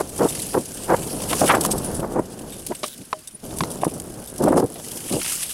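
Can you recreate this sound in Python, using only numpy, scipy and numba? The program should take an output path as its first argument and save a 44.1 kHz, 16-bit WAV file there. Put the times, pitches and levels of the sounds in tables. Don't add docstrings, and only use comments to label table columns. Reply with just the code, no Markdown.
import sys
import numpy as np
from scipy import signal
from scipy.fft import rfft, irfft
from scipy.io import wavfile
from scipy.ndimage import uniform_filter1d
from numba import njit

SR = 44100
rng = np.random.default_rng(int(sys.argv[2]) if len(sys.argv) > 2 else 0)


def transcribe(u):
    v = np.clip(np.atleast_2d(u).T, -1, 1)
    q = np.round(v * 32767).astype(np.int16)
    wavfile.write(sys.argv[1], SR, q)


def gain_from_db(level_db):
    decades = np.asarray(level_db, float) / 20
    return 10 ** decades


N = 243873
T = np.arange(N) / SR

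# (time [s], level [dB])
HEAD_WIND = [(0.0, -39), (0.43, -37.5), (0.58, -44.5), (1.01, -35.5), (1.57, -27), (1.76, -29.5),
             (2.04, -32), (2.23, -38), (2.53, -41.5), (2.75, -48), (3.42, -60), (3.435, -37), (3.68, -36),
             (4.29, -40.5), (4.52, -30.5), (4.75, -43.5), (4.94, -41.5), (5.53, -51.5)]
# (fully open at [s], held [s], level [dB], eddy pitch [Hz])
GUSTS = [(0.0, 0.011, -18.5, 694), (0.207, 0.055, -14, 522), (0.55, .02, -17, 500), (0.571, .01, -14, 446),
         (0.59, 0.0072, -22.5, 380), (0.61, 0.012, -34, 300), (0.901, 0.044, -13, 640),
         (1.316, .02, -27, 830), (1.42, 0.033, -13, 540), (1.498, 0.021, -11.5, 1270),
         (1.525, 0.031, -13.5, 860), (1.69, 0.0069, -24, 493), (1.74, 0.017, -22, 496),
         (2.03, 0.02, -25, 447), (2.167, 0.031, -16, 480), (2.707, 0.014, -25, 280),
         (2.996, 0.03, -37.5, 214), (3.341, .015, -41, 375), (3.618, 0.013, -19.5, 214),
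         (3.831, 0.005, -20, 394), (3.868, 0.01, -19, 300), (4.412, 0.018, -17.5, 300),
         (4.438, 0.055, -14.5, 430), (4.5, 0.084, -15.5, 363), (4.569, 0.036, -14, 388),
         (4.628, 0.022, -16, 356), (5.118, 0.053, -20, 370), (5.17, 0.027, -28.5, 310)]
# (time [s], crackle level [dB])
LITTER = [(0.0, -42), (0.28, -29.5), (0.67, -36), (1.2, -31), (1.45, -24), (1.58, -34.5), (1.74, -37),
          (1.97, -38), (2.1, -46), (2.8, -40), (3.01, -44.5), (3.42, -50), (3.44, -39.5), (3.77, -42),
          (4.63, -44.5), (4.9, -35), (5.3, -24.5), (5.53, -30.5)]
# (frequency [Hz], density [dB per Hz])
LEAF_SPECTRUM = [(500, -24), (1900, -16), (2940, -5.5), (3900, -10), (4890, -6), (6880, -5.5), (10100, 2),
                 (11700, -4), (15400, -18.5)]
# (time [s], length [s], level [dB])
LEAF_HEAPS = [
    (0.0, 0.0081, -36),
    (1.612, 0.0074, -38),
    (1.633, 0.022, -35),
    (1.714, .014, -28),
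    (2.102, 0.036, -46),
    (2.831, 0.052, -39),
    (3.698, .04, -48),
    (4.569, 0.031, -34),
]
# (time [s], peak [dB], t60 [s])
JOLTS = [(0.092, -11.5, .034), (0.1785, -11.5, .036), (0.2862, -9.5, .045), (0.4187, -8, 0.039),
         (0.4643, -14, 0.042), (0.7393, -19.5, .11), (0.889, -33, .029), (1.2176, -16, 0.048),
         (1.3578, -21, .038), (1.4062, -8, .045), (1.6082, -6, 0.055), (1.716, -5.5, .051),
         (1.7574, -23, 0.024), (1.7794, -7, 0.035), (1.843, -15.5, 0.18), (1.945, -17.5, 0.15),
         (2.593, -18.5, .029), (3.2743, -16, 0.048), (3.5633, -20.5, .094), (3.7026, -13.5, 0.03),
         (3.715, -15, 0.048), (3.8446, -14, 0.057), (3.9365, -21, 0.089), (4.121, -28, 0.041),
         (4.272, -23, 0.11), (4.3804, -15, 0.033), (4.4393, -9.5, 0.026), (4.522, -22, .038)]
# (time [s], peak [dB], t60 [s])
TWIGS = [(0.2428, -14, 0.049), (0.3226, -17, 0.056), (1.0267, -18.5, 0.087), (1.296, -14, 0.2),
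         (1.476, -5.5, .063), (1.5494, -4, 0.03), (1.6495, 3, 0.013), (1.9969, -18, 0.043),
         (2.39, -20, 0.038), (2.502, -20, .03), (2.52, -25, 0.16), (5.005, -21.5, 0.068), (5.06, -19, .05),
         (5.095, -12, 0.048), (5.43, -12, 0.063), (5.455, -16, .03), (2.7486, -15, 0.046),
         (2.836, -18, 0.063), (3.127, -20.5, 0.024), (3.6066, -18, 0.08), (3.8127, -22, 0.083),
         (3.8786, -22.5, 0.086), (4.36, -21, .029), (4.482, -16.5, 0.062), (4.571, -19, 0.088),
         (5.1582, -32, .03)]
# (time [s], peak [dB], t60 [s])
LEAF_CRACKS = [(1.3284, -21, .045), (1.6367, -8, .045), (1.6595, 2, 0.028), (2.6648, -10.5, 0.052),
               (3.188, -24, 0.026), (3.5389, -16, .032), (3.5857, -6.5, 0.041), (3.6351, -15, 0.018),
               (3.9998, -10, 0.02), (4.4223, -13, 0.071), (4.701, -28, .027), (5.2145, -10, .03),
               (5.222, -16, .02), (5.231, 0, 0.014), (5.2462, -15, .02), (5.2975, -1, 0.012),
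               (5.3024, -6, 0.014), (5.3227, -5, 0.028), (5.354, -3.5, 0.013)]
# (centre [Hz], width [Hz], level [dB])
CHAIN_BANDS = [(3657, 250, -2), (4650, 120, -10), (5360, 110, -2.5), (5920, 160, -2), (7770, 120, 5),
               (8410, 130, 9), (9740, 750, 15.5), (11550, 52, 2)]
# (time [s], peak [dB], pitch [Hz], bright slap [dB], t60 [s])
FRAME_KNOCKS = [(0.003, -21.5, 980, -13, 0.013), (0.195, -22, 1190, -8, 0.018),
                (0.575, -13, 690, -25, 0.012), (4.56, -18.5, 1310, -23, 0.0064),
                (0.374, -24.5, 694, 5, 0.018), (1.33, -13, 1050, 5, 0.035), (1.569, -2.5, 720, -21, 0.01),
                (1.65, -9.5, 1010, -22, 0.023), (2.719, -21, 950, -27, 0.042),
                (2.832, -19, 600, 8.5, 0.078), (2.84, -15, 1160, -27, 0.019),
                (3.129, -4.5, 1023, -8, 0.019), (3.508, -33.5, 778, 10, 0.024),
                (3.606, -6.5, 1066, 0.5, 0.021), (3.636, -14, 925, 5.5, 0.015),
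                (3.834, -7.5, 743, -26, 0.02), (3.849, -15.5, 1010, -26, 0.02), (4.756, -33, 675, 5, 0.083),
                (4.798, -26.5, 585, -1, 0.028), (4.875, -21.5, 586, -17, 0.011),
                (5.215, -29, 1410, 19.5, 0.031), (5.246, -33.5, 940, 21, 0.032),
                (5.261, -29, 1360, 20, 0.023)]
# (frequency [Hz], level [dB], t60 [s])
TUBE_MODES = [(398, -24, .08), (624, -17, .16), (711, -26, .09), (797, -16, .05), (3085, -36, .12)]
# (time [s], level [dB])
STONE = (3.1295, -10)
# (from [s], to [s], rate [ticks per s], level [dB])
FAST_PAWLS = (2.852, 2.95, 140, -34)
# (from [s], to [s], rate [ticks per s], level [dB])
SLOW_PAWLS = (3.8795, 4.76, 49.85, -32)
# (frequency [Hz], level [dB])
HUB_MODES = [(8100, -8), (9400, -0.5), (10100, -2.5), (11300, -13)]
# (time [s], pitch [Hz], level [dB])
SQUEAK = [
    (3.312, 9600, -50),
    (3.32, 9620, -52),
    (3.36, 9680, -32),
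    (3.37, 9600, -60),
]


def unit(x):
    return x / np.sqrt(np.mean(x ** 2))


def curve(rows, silent=None):
    s, *columns = np.transpose(rows)
    return [np.interp(T, s, c, silent, silent) for c in columns]


@njit
def svf(x, hz, damping, low):
    y, b, l = np.empty(len(x)), 0., 0.
    for i in range(len(x)):
        g = np.tan(np.pi * hz[i] / SR)
        v = (b + g * (x[i] - l)) / (1 + g * (g + damping))
        y[i] = low * (l + g * v) + (1 - low) * damping * v
        b, l = 2 * v - b, l + 2 * g * v
    return y


@njit
def grains(start, hz, t60, size):
    out = np.zeros(N)
    for k in range(len(start)):
        z, p = size[k] + 0j, np.exp((2j * np.pi * hz[k] - np.log(1000) / t60[k]) / SR)
        for i in range(start[k], min(N, start[k] + int(t60[k] * SR))):
            z *= p
            out[i] += z.imag
    return out


def butter(x, hz, kind, order=2):
    return signal.sosfilt(signal.butter(order, hz, kind, fs=SR, output="sos"), x)


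def noise():
    return rng.standard_normal(N)


def walk(rate):
    k = int(SR / rate)
    steps = np.repeat(rng.standard_normal(N // k + 1), k)
    return unit(uniform_filter1d(uniform_filter1d(steps, k), k)[:N])


def colour(x, points):
    hz, db = np.transpose(points)
    f = np.fft.rfftfreq(N, 1 / SR) + 1
    return irfft(rfft(x) * gain_from_db(np.interp(np.log(f), np.log(hz), db)), N)


def split(x):
    return unit(butter(x, 2820, "high", order=3)), unit(butter(x, 3390, "low", order=3))


def burst(s, t60, rise=0.00027):
    t = np.clip(T[int(s * SR):int((s + t60) * SR)] - s, 0, None)
    return (1 - np.exp(-t / rise)) * gain_from_db(-60 * t / t60)


def puff(s, hold, db, quick=0.93):
    opening_db = quick * 1100 * np.clip(s - T, 0, .2)
    shutting_db = 1500 * np.clip(T - s - hold, 0, .2)
    return gain_from_db(db - opening_db - shutting_db)


def forest():
    return gain_from_db(-56.5) * unit(butter(noise(), [300, 3000], "band", order=1))


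def ratchet():
    start, stop, rate, db = SLOW_PAWLS
    at = (np.arange(start, stop, 1 / rate) * SR).astype(np.int64)
    t60 = np.full(len(at), .012)
    force = 2.8 * rng.standard_normal(len(at))
    out = np.zeros(N)
    for hz, mode_db in HUB_MODES:
        spread = rng.standard_normal(len(at))
        out += grains(at, hz * (1 + .015 * spread), t60, gain_from_db(db + mode_db + force + 2.3 * spread))
    return out


def fast_pawls():
    start, stop, rate, db = FAST_PAWLS
    pawl = (T > start) * (T < stop) * gain_from_db(-40 * ((T - start) * rate % 1))
    tick = unit(butter(noise(), 5600, "high"))
    hub = unit(butter(noise(), [3300, 3900], "band"))
    return gain_from_db(db) * (pawl * tick + 0.43 * np.sqrt(pawl) * hub)


def brake_squeak():
    hz, db = curve(SQUEAK)[0], curve(SQUEAK, silent=-200)[1]
    return np.sqrt(2) * gain_from_db(db + 4.5 * walk(360)) * np.sin(2 * np.pi * np.cumsum(hz) / SR)


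def knocks():
    stone_s, stone_db = STONE
    tube_hz, tube_db, tube_t60 = np.transpose(TUBE_MODES)
    at = np.full(len(TUBE_MODES), int(stone_s * SR))
    out = grains(at, 1. * tube_hz, 1. * tube_t60, gain_from_db(stone_db + tube_db))
    rough = noise()
    slap = unit(butter(noise(), [1700, 5200], "band"))
    for s, db, hz, slap_db, t60 in FRAME_KNOCKS:
        shape = burst(s, max(t60, .006), rise=.0004)
        part = slice(int(s * SR), int(s * SR) + len(shape))
        body = np.sin(2 * np.pi * hz * np.arange(len(shape)) / SR)
        crack = unit(butter(rough[part], [0.39 * hz, 1.35 * hz], "band"))
        out[part] += gain_from_db(db) * shape * (0.95 * body + 0.55 * crack + gain_from_db(slap_db - 12.5) * slap[part])
    return out


def snaps():
    fine, coarse = split(colour(noise() * gain_from_db(3 * walk(700)), LEAF_SPECTRUM))
    shake = noise()
    links = np.array([gain_from_db(db) * unit(butter(shake, [hz - width / 2, hz + width / 2], "band"))
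                      for hz, width, db in CHAIN_BANDS])
    out = np.zeros(N)
    # (events, low crunch [dB], chain rattle [dB])
    for events, low_db, chain_db in ((JOLTS, -22, 1.4), (TWIGS, -3.5, 0.45), (LEAF_CRACKS, -14, -11.5)):
        for s, db, t60 in events:
            tail = burst(s, max(t60, .004), rise=0.003)
            part = slice(int(s * SR), int(s * SR) + len(tail))
            crack = .9 * gain_from_db(-60 * np.arange(len(tail)) / SR / .005)
            snap = (tail + crack) * (fine[part] + gain_from_db(low_db) * coarse[part])
            mix = gain_from_db(5 * rng.standard_normal(len(CHAIN_BANDS)))
            rattle = gain_from_db(chain_db + 1.5) * tail * unit(mix @ links[:, part])
            out[part] += gain_from_db(db - 12.5) * (snap + rattle)
    return out


def brittle_grains():
    when, pitch, rarity, length = rng.random((30000, 4)).T
    hz = 600 + 15400 * pitch
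    size = gain_from_db(-2.2 * np.log(rarity + 1e-9))
    return unit(grains((when * N).astype(np.int64), hz, (8 + 70 * length ** 2) / hz, size))


def crushing():
    give = (rng.random(N) < 120 / SR) * gain_from_db(3.5 * noise())
    fade = np.exp(-1 / (.006 * SR))
    return .5 + unit(uniform_filter1d(signal.lfilter([1], [1, -fade], give), size=110))


def leaves():
    fine_db = curve(LITTER)[0]
    coarse_db = -58 + 1.38 * (fine_db + 40)
    tread_db = -60 + 0.55 * (curve(HEAD_WIND)[0] + 40) + 4 * walk(6.01)
    grit = unit(sum(gain_from_db(2.36 * walk(40)) * butter(noise(), [lo, lo + 1800], "band")
                    for lo in range(500, 16000, 1800)))
    crushed = unit(crushing() * (brittle_grains() + .3 * grit))
    fine, coarse = split(colour(crushed + .65 * grit, LEAF_SPECTRUM))
    tread = unit(svf(noise(), np.full(N, 1550.), .14, 0.))
    fine_gain = gain_from_db(fine_db - 1.0) + sum(puff(*heap, quick=2.2) for heap in LEAF_HEAPS)
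    return fine_gain * fine + gain_from_db(coarse_db + 2.5) * coarse + gain_from_db(tread_db) * tread


def eddies(hz, wander, flutter_db, damping, suck, cut_hz):
    hz = np.clip(hz * np.exp(wander * walk(60)), 60, 4000)
    x = noise() / np.sqrt(hz) * gain_from_db(flutter_db * walk(150))
    x = unit(svf(svf(x, hz, damping, 0.), 1.28 * hz, 2.54, 0.7))
    x = svf(x - suck * x ** 2, 2.12 * hz, 1.61, 1.)
    return unit(butter(x, cut_hz, "high"))


def steady_wind(wind_db):
    hz = 300 * 2 ** ((wind_db + 38.5) / 45)
    buffet = eddies(hz, wander=.08, flutter_db=1.5, damping=6.3, suck=0.12, cut_hz=124)
    return gain_from_db(wind_db + 3.0 + 1.3 * walk(18)) * buffet


def gusts(gains):
    hz = uniform_filter1d(np.array(GUSTS)[gains.argmax(axis=0), -1], size=400)
    gust = eddies(hz, wander=0.19, flutter_db=3.0, damping=1.13, suck=.2, cut_hz=122)
    gust = gust / (uniform_filter1d(gust ** 2, size=900) + 0.026) ** 0.25
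    gust = svf(gust, 4.36 * hz, 1.19, 1.)
    return uniform_filter1d(gains.max(axis=0), size=130) * gust


def sway(wind_db, gains):
    rumble = unit(butter(butter(noise(), 92, "low"), 23, "high"))
    gust_db = 20 * np.log10(np.abs(uniform_filter1d(gains.max(axis=0), size=6000)) + 1e-9)
    db = -47.5 + .6 * (wind_db + 37) + 3.1 * walk(5.07) + 0.2 * np.clip(gust_db + 45, 0, 40)
    return gain_from_db(db) * rumble


def wind():
    wind_db = curve(HEAD_WIND)[0]
    gains = np.array([puff(s, hold, db) for s, hold, db, hz in GUSTS])
    return steady_wind(wind_db) + gusts(gains) + sway(wind_db, gains)


def scene():
    bike = ratchet() + fast_pawls() + brake_squeak() + knocks()
    return (forest() + bike + snaps() + leaves() + wind())[None]


def roll_off(x):
    return signal.sosfilt(signal.butter(12, 16650, fs=SR, output="sos"), x)


def record(dry):
    rounded = np.tanh(1.1 * dry) / 1.1
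    low_pass = signal.ellip(10, .3, 70, 15850, fs=SR, output="sos")
    return roll_off(signal.sosfilt(low_pass, rounded))


dry = scene()
out = record(dry)
transcribe(out)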